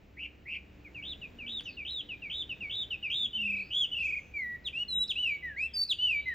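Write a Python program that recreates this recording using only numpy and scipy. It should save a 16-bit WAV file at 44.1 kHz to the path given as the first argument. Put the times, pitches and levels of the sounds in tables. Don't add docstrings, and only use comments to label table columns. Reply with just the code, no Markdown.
import sys
import numpy as np
from scipy import signal
from scipy.fft import rfft, irfft, next_fast_len
from scipy.io import wavfile
from scipy.ndimage import uniform_filter1d

SR = 44100
rng = np.random.default_rng(int(sys.argv[2]) if len(sys.argv) > 2 else 0)


def inscribe(sig):
    pcm = np.round(np.clip(np.atleast_2d(sig).T, -1, 1) * 32767)
    wavfile.write(sys.argv[1], SR, pcm.astype(np.int16))


N = 279593
TIME = np.arange(N) / SR


# (frequency [Hz], relative density [dB])
AIR_SPECTRUM = [(15, -44.5), (25, -9), (82, -5.5), (129, -8), (297, -14), (359, -14), (523, -18.5),
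                (1110, -30), (2630, -26), (3260, -34.5), (6550, -45), (7300, -45), (11800, -84.5),
                (13500, -47.5), (15500, -44)]
# (frequency [Hz], side relative to mid [dB])
AIR_WIDTH = [(60, -23), (200, -8), (400, -8.5), (800, -0.5), (2400, -7.5), (15000, -21.5)]
# (pitch [Hz], level [dB], time by which it has faded [s])
IDLING_ENGINES = [(67.5, -61.5, 9), (193, -70.5, 3.7), (295, -66.5, 3.4)]
# (start [s], end [s], starting pitch [Hz], final pitch [Hz], level [dB])
REVVING_ENGINES = [(1.207, 1.718, 252, 218.7, -58), (3.167, 3.328, 238, 233, -58.5),
                   (3.272, 3.737, 222, 183.5, -50.5), (4.315, 4.59, 240, 224, -58.5),
                   (4.797, 5.162, 198, 206, -57)]
# (start [s], end [s],
# starting pitch [Hz], final pitch [Hz], level [dB], pitch scatter [ratio])
FAINT_HIGH_SOUNDS = [(0.729, 1.391, 6500, 6820, -89.5, 0), (1.631, 1.764, 6760, 4280, -64, 0.05),
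                     (3.558, 3.714, 3820, 4790, -67.5, .05), (3.982, 4.116, 4210, 6580, -65.5, 0.14),
                     (4.089, 4.323, 6800, 6250, -76, .05), (5.664, 5.776, 3470, 3150, -68.5, 0.06),
                     (6.152, 6.344, 3620, 3930, -66, 0.02)]

# (delay [s], level [dB])
EARLY_ECHOES = [(.0069, -13), (.0139, -18), (.0172, -18), (.0277, -21)]
# (frequency [Hz], gain [dB])
PORT_COLOUR = [(4500, 4.5), (5400, -3.5), (7500, 2.5), (8500, -2), (10800, 7), (12300, -11.5),
               (13700, 11.5), (15500, 1.5)]

# (multiple of the pitch [ratio], level
# [dB])
CLEAN_OVERTONES = [(2, -31.5), (3, -37), (4, -55), (5, -47.5), (6, -41), (7, -40)]
# (multiple of the pitch [ratio], level [dB])
SOFT_OVERTONES = [(2, -30), (3, -42), (4, -56), (5, -46.5), (6, -52)]
# (multiple of the pitch [ratio], level [dB])
FORCED_OVERTONES = [(1.5, -34), (2, -25.5), (2.5, -39.5), (3, -33), (3.5, -47), (4, -45)]

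# (start [s], end [s], starting pitch [Hz], level [dB])
SLURS = [(.843, .89, 2610, -54.5), (.943, 1.028, 2947, -48), (1.212, 1.27, 3060, -47),
         (1.383, 1.467, 3020, -48), (1.651, 1.713, 3217, -45), (1.767, 1.843, 3000, -45),
         (2.086, 2.156, 3130, -44), (2.217, 2.298, 2923, -45), (2.49, 2.543, 3160, -41),
         (2.603, 2.696, 2938, -42.5), (2.902, 2.961, 3228, -38.5), (3.024, 3.097, 3040, -39)]
# (start [s], end [s], starting pitch [Hz], top pitch [Hz], sag after the top [0-1], trill rate [Hz],
# trill depth at start [Hz], trill depth at end [Hz], level [dB])
BUZZES = [(.165, .27, 1835, 2730, .1, 182.3, 150, 220, -44.5),
          (.452, .579, 1864, 2588, .08, 159.2, 149, 283, -43),
          (3.702, 3.857, 2710, 3410, 0.17, 131.3, 180, 22, -32.5)]
# (start [s], end [s], starting pitch [Hz], top pitch [Hz], sag after the top [0-1],
# final trill depth [Hz], level [dB])
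WARBLES = [(1.02, 1.141, 2400, 3744, 0.17, 110, -47), (1.461, 1.604, 2625, 3767, 0.13, 25, -44),
           (1.846, 2.016, 2490, 3872, 0.21, 30, -43.5), (2.295, 2.432, 2586, 3658, 0.07, 140, -42),
           (2.693, 2.842, 2720, 3696, 0.06, 130, -41.5), (3.096, 3.266, 2433, 3646, 0.09, 80, -37)]
# (start [s], end [s], starting pitch [Hz], trill rate at start [Hz], trill rate at end [Hz], level [dB])
QUAVERS = [(3.328, 3.634, 3135, 13.5, 36.5, -35.5), (3.911, 4.199, 3019, 23.5, 26.75, -35.5)]
# (start [s], end [s], starting pitch [Hz], pitch aimed at [Hz], level [dB])
RISES = [(4.726, 4.839, 2320, 3042, -39), (5.558, 5.67, 1775, 2877, -37)]
# (start [s], end [s], reference pitch [Hz], level [dB])
HOLDS = [(4.88, 5.046, 3822, -37), (5.733, 5.843, 4547, -35.5)]
# (start [s], end [s], starting pitch [Hz], top pitch [Hz], level [dB])
ARCHES = [(5.152, 5.377, 2417, 2999, -34), (5.983, 6.214, 2810, 3044, -33)]
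# (start [s], end [s], starting pitch [Hz], level [dB], fade [dB/s])
LOWS = [(4.334, 4.567, 2383, -39, 24), (5.422, 5.564, 2020, -39.5, 162), (6.253, 6.345, 2078, -36, 134)]
# (start [s], end [s], starting pitch [Hz], level [dB], level of the opening squeak [dB])
SWEEPS = [(4.64, 4.693, 4145, -40, -72), (5.078, 5.126, 4215, -36, -48.5), (5.88, 5.935, 4385, -33, -51.5)]

FULL_EFFORT_DB = -35
SLUR_DROP, SLUR_SETTLE_S, SLUR_SWELL_DB = .235, .07, (-2.5, 0.5, -6.5)
BUZZ_CREST, BUZZ_SWELL_DB = .58, (-14.5, -2, 0, -1)
WARBLE_CLIMB_S, WARBLE_SWELL_DB = .08, (-1, -0.5, .5, 3)
WARBLE_RATE_HZ, WARBLE_DEPTH_HZ, WARBLE_NARROW_S = (66, 89), 322, 0.13
QUAVER_DROP, QUAVER_SETTLE_S, QUAVER_SWELL_DB = .225, .27, (-4.5, -2, -3, -6.5)
QUAVER_DEPTH_HZ = (125.7, 145.3)
RISE_S, RISE_SWELL_DB = .052, (-11.5, -1, 1, -1.5)
HOLD_SHAPE, HOLD_SWELL_DB = (1.112, 1.035, 1, 1.018, 1.025), (-7.5, 0, 2, 3.5)
ARCH_CLIMB_S, ARCH_FALL_S, ARCH_DROP, ARCH_SWELL_DB = .056, 0.13, .243, (-7, 0, -0.5, -3, -8)
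LOW_ATTACK_S, LOW_ONSET_DB, LOW_FALL_S, LOW_DROP = 0.031, -11, .133, .188
SWEEP_DROP, SWEEP_BEND, SWEEP_SWELL_DB = 0.38, 1.25, (-26.5, -3.5, 3.5, -4)
SQUEAK_HZ, SQUEAK_LEAD_S, SQUEAK_S = 5050, 0.0057, 0.016
FAR_SWELL_DB = (-4, 3, -3)


def undb(db):
    return 10 ** (np.asarray(db) / 20)


def unit(x):
    return x / np.sqrt(np.mean(x ** 2))


def smooth(noise, size):
    return unit(uniform_filter1d(uniform_filter1d(noise, size), size))


def walk(rate):
    hold_samples = int(SR / rate)
    steps = np.repeat(rng.standard_normal(N // hold_samples + 1), hold_samples)
    return 1.29 * uniform_filter1d(uniform_filter1d(steps, hold_samples), hold_samples)[:N]


def on_log_axis(hz, points):
    at, value = np.transpose(points)
    return np.interp(np.log(hz + 1), np.log(at), value)


def colour(x, points):
    size = next_fast_len(len(x))
    gain = undb(on_log_axis(np.fft.rfftfreq(size, 1 / SR), points))
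    return irfft(rfft(x, size) * gain, size)[:len(x)]


def add(track, start, sound):
    i = int(start * SR)
    track[i:i + len(sound)] += sound[:len(track) - i]


def clock(length_s):
    return np.arange(int(length_s * SR)) / SR


def spread(t, values):
    return np.interp(t, np.linspace(0, t[-1], len(values)), values)


def settle(t, time_s):
    return 1 - (1 - np.minimum(t / time_s, 1)) ** 2


def ease(t, time_s):
    return np.sin(np.pi / 2 * np.clip(t / time_s, 0, 1)) ** 2


def air(level_db=-57, swell_db=1.14):
    mid, side = (unit(colour(rng.standard_normal(N), AIR_SPECTRUM)) for _ in range(2))
    side = colour(side, AIR_WIDTH)
    return undb(level_db + swell_db * walk(3.496)) * np.array([mid + side, mid - side])


def unsteady_tone(hz, db, waver=.007, flutter_db=3):
    phase = 2 * np.pi * np.cumsum(hz * (1 + waver * walk(25))) / SR
    return np.sqrt(2) * undb(db + flutter_db * walk(11)) * np.sin(phase)


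def engines():
    out = sum(unsteady_tone(hz, db) * np.clip(until - TIME, 0, 1) for hz, db, until in IDLING_ENGINES)
    for start, end, from_hz, to_hz, db in REVVING_ENGINES:
        along = np.clip((TIME - start) / (end - start), 0, 1)
        tone = unsteady_tone(from_hz + (to_hz - from_hz) * along, db)
        out = out + tone * np.sin(np.pi * along) ** 2
    return out


def note(hz, db, flick=0, jitter=.003, rasp=0, partials=CLEAN_OVERTONES):
    t = np.arange(len(hz)) / SR
    left = t[-1] - t
    wobble, flutter = rng.standard_normal((2, SR))
    unsteadiness = 1 + jitter * smooth(wobble, size=50)[:len(t)]
    hz = hz * unsteadiness * (1 - flick * np.exp(-left / 0.0034))
    phase = 2 * np.pi * np.cumsum(hz) / SR
    overtones = sum(undb(part_db) * (k * hz < SR / 2) * np.sin(k * phase) for k, part_db in partials)
    effort = undb(0.41 * (db - FULL_EFFORT_DB))
    roughness = 1 + rasp * smooth(flutter, size=20)[:len(t)]
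    envelope = undb(db) * ease(t, 0.0087) * ease(left, .007)
    return np.sqrt(2) * envelope * (np.sin(phase) + overtones * effort * roughness)


def faint_high_sounds():
    calls = np.zeros(N)
    for start, end, from_hz, to_hz, db, scatter in FAINT_HIGH_SOUNDS:
        t = clock(end - start)
        hz = from_hz + (to_hz - from_hz) * settle(t, t[-1])
        add(calls, start, note(hz, db + spread(t, FAR_SWELL_DB), jitter=scatter))
    return calls


def twig(at=1.608, db=-44, decay_s=0.0015):
    t = np.arange(SR // 20) / SR
    crack = colour(rng.standard_normal(len(t)), [(400, 0), (1300, 15.0), (2500, 19), (5000, 13.0), (15000, -18)])
    tick = np.zeros(N)
    add(tick, at, undb(db) * unit(crack) * np.exp(-t / decay_s))
    return tick


def crest(t, from_hz, top_hz, climb_s, sag, bend=1.8):
    climb = np.sin(np.pi / 2 * np.minimum(t / climb_s, 1))
    after = np.maximum(t - climb_s, 0) / (t[-1] - climb_s)
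    return (from_hz + (top_hz - from_hz) * climb) * (1 - sag * after ** bend)


def trill(t, rates_hz, lean=0, uneven=0.38):
    turn = 2 * np.pi * np.cumsum(spread(t, rates_hz)) / SR
    stroke = -np.cos(turn + lean * (np.cos(turn) - 1))
    return stroke * (1 + uneven * smooth(rng.standard_normal(SR), size=300)[:len(t)])


def buzz(t, from_hz, top_hz, sag, rate_hz, first_depth_hz, last_depth_hz, db, throb_db_per_hz=0.0063, burr=.19):
    depth_hz = spread(t, (first_depth_hz, last_depth_hz))
    swing_hz = depth_hz * trill(t, (rate_hz, rate_hz))
    hz = crest(t, from_hz, top_hz, BUZZ_CREST * t[-1], sag, bend=2)
    level_db = db + spread(t, BUZZ_SWELL_DB) + throb_db_per_hz * swing_hz
    return note(hz + swing_hz, level_db, flick=.12, jitter=burr * depth_hz / hz, rasp=0.89, partials=SOFT_OVERTONES)


def slur(t, pitch_hz, db):
    hz = pitch_hz * (1 - SLUR_DROP * settle(t, SLUR_SETTLE_S))
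    return note(hz, db + spread(t, SLUR_SWELL_DB), flick=0.0096, jitter=0.0064, rasp=.4, partials=SOFT_OVERTONES)


def warble(t, from_hz, top_hz, sag, last_depth_hz, db, throb_db=1.4):
    stroke = trill(t, WARBLE_RATE_HZ, lean=-0.11, uneven=0.2)
    depth_hz = WARBLE_DEPTH_HZ + (last_depth_hz - WARBLE_DEPTH_HZ) * ease(t, WARBLE_NARROW_S)
    hz = crest(t, from_hz, top_hz, WARBLE_CLIMB_S, sag) + depth_hz * stroke
    level_db = db + spread(t, WARBLE_SWELL_DB) + throb_db * stroke
    return note(hz, level_db, flick=0.33, jitter=.007, rasp=0.55, partials=SOFT_OVERTONES)


def quaver(t, pitch_hz, first_rate_hz, last_rate_hz, db, throb_db=2.5):
    stroke = trill(t, (first_rate_hz, last_rate_hz), lean=0.25, uneven=.15)
    fall_hz = pitch_hz * (1 - QUAVER_DROP * settle(t, QUAVER_SETTLE_S))
    hz = fall_hz + spread(t, QUAVER_DEPTH_HZ) * stroke
    return note(hz, db + spread(t, QUAVER_SWELL_DB) + throb_db * stroke, flick=.06, jitter=.004, rasp=.4)


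def forced(hz, db):
    return note(hz, db, flick=.22, jitter=.003, rasp=.25, partials=FORCED_OVERTONES)


def rise(t, from_hz, to_hz, db):
    return forced(to_hz + (from_hz - to_hz) * np.exp(-t / RISE_S), db + spread(t, RISE_SWELL_DB))


def hold(t, pitch_hz, db):
    shape = np.polyfit(np.linspace(0, 1, len(HOLD_SHAPE)), HOLD_SHAPE, len(HOLD_SHAPE) - 1)
    return forced(pitch_hz * np.polyval(shape, t / t[-1]), db + spread(t, HOLD_SWELL_DB))


def squeak(db):
    return note(np.full_like(clock(SQUEAK_S), SQUEAK_HZ), db, jitter=0.063)


def sweep(t, pitch_hz, db):
    return forced(pitch_hz * (1 - SWEEP_DROP * (t / t[-1]) ** SWEEP_BEND), db + spread(t, SWEEP_SWELL_DB))


def pure(hz, db):
    return note(hz, db, flick=.05, jitter=.003, rasp=.35)


def arch(t, from_hz, top_hz, db):
    climb_hz = from_hz + (top_hz - from_hz) * settle(t, ARCH_CLIMB_S)
    hz = climb_hz * (1 - ARCH_DROP * ease(t - ARCH_CLIMB_S, ARCH_FALL_S))
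    return pure(hz, db + spread(t, ARCH_SWELL_DB))


def low(t, pitch_hz, db, fade_db_per_s):
    attack_db = LOW_ONSET_DB * np.maximum(1 - t / LOW_ATTACK_S, 0)
    fade_db = fade_db_per_s * np.maximum(t - LOW_ATTACK_S, 0)
    return pure(pitch_hz * (1 - LOW_DROP * ease(t, LOW_FALL_S)), db + attack_db - fade_db)


def songbird():
    song = np.zeros(N)
    for table, sing in ((BUZZES, buzz), (SLURS, slur), (WARBLES, warble), (QUAVERS, quaver),
                        (RISES, rise), (HOLDS, hold), (ARCHES, arch), (LOWS, low)):
        for start, end, *row in table:
            add(song, start, sing(clock(end - start), *row))
    for start, end, pitch_hz, db, squeak_db in SWEEPS:
        add(song, start - SQUEAK_LEAD_S, squeak(squeak_db))
        add(song, start, sweep(clock(end - start), pitch_hz, db))
    return song


def scatter(db, t60):
    t = np.arange(SR) / SR
    tail = colour(rng.standard_normal(SR), [(3500, 0.5), (8000, 4.5), (15000, -1.5)])
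    fade = np.exp(-np.log(1000) * t / t60) * np.minimum(t / 0.0099, 1)
    return undb(db) * tail * fade / np.sqrt(np.sum(fade ** 2))


def surroundings(x, near_db=-12, near_t60=.15, far_db=-19.5, far_t60=.85, side_db=-12):
    direct = np.zeros(SR)
    direct[0] = 1
    for delay, db in EARLY_ECHOES:
        direct[int(delay * SR)] += undb(db)
    mid, side = (scatter(near_db, near_t60) + scatter(far_db, far_t60) for _ in range(2))
    side = undb(side_db) * side
    return np.array([signal.fftconvolve(x, direct + mid + sign * side)[:N] for sign in (1, -1)])


def ports(pair, lag_s=2.3e-5):
    size = next_fast_len(N)
    delay = np.exp(-2j * np.pi * np.fft.rfftfreq(size, 1 / SR) * lag_s)
    late_right = irfft(rfft(pair[1], size) * delay, size)[:N]
    return np.array([colour(channel, PORT_COLOUR) for channel in (pair[0], late_right)])


def scene():
    return ports(surroundings(songbird() + faint_high_sounds() + twig())) + air() + engines()


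def record(dry, top_hz=15750):
    return signal.sosfilt(signal.ellip(10, .2, 70, top_hz, fs=SR, output="sos"), dry)


dry = scene()
out = record(dry)
inscribe(out)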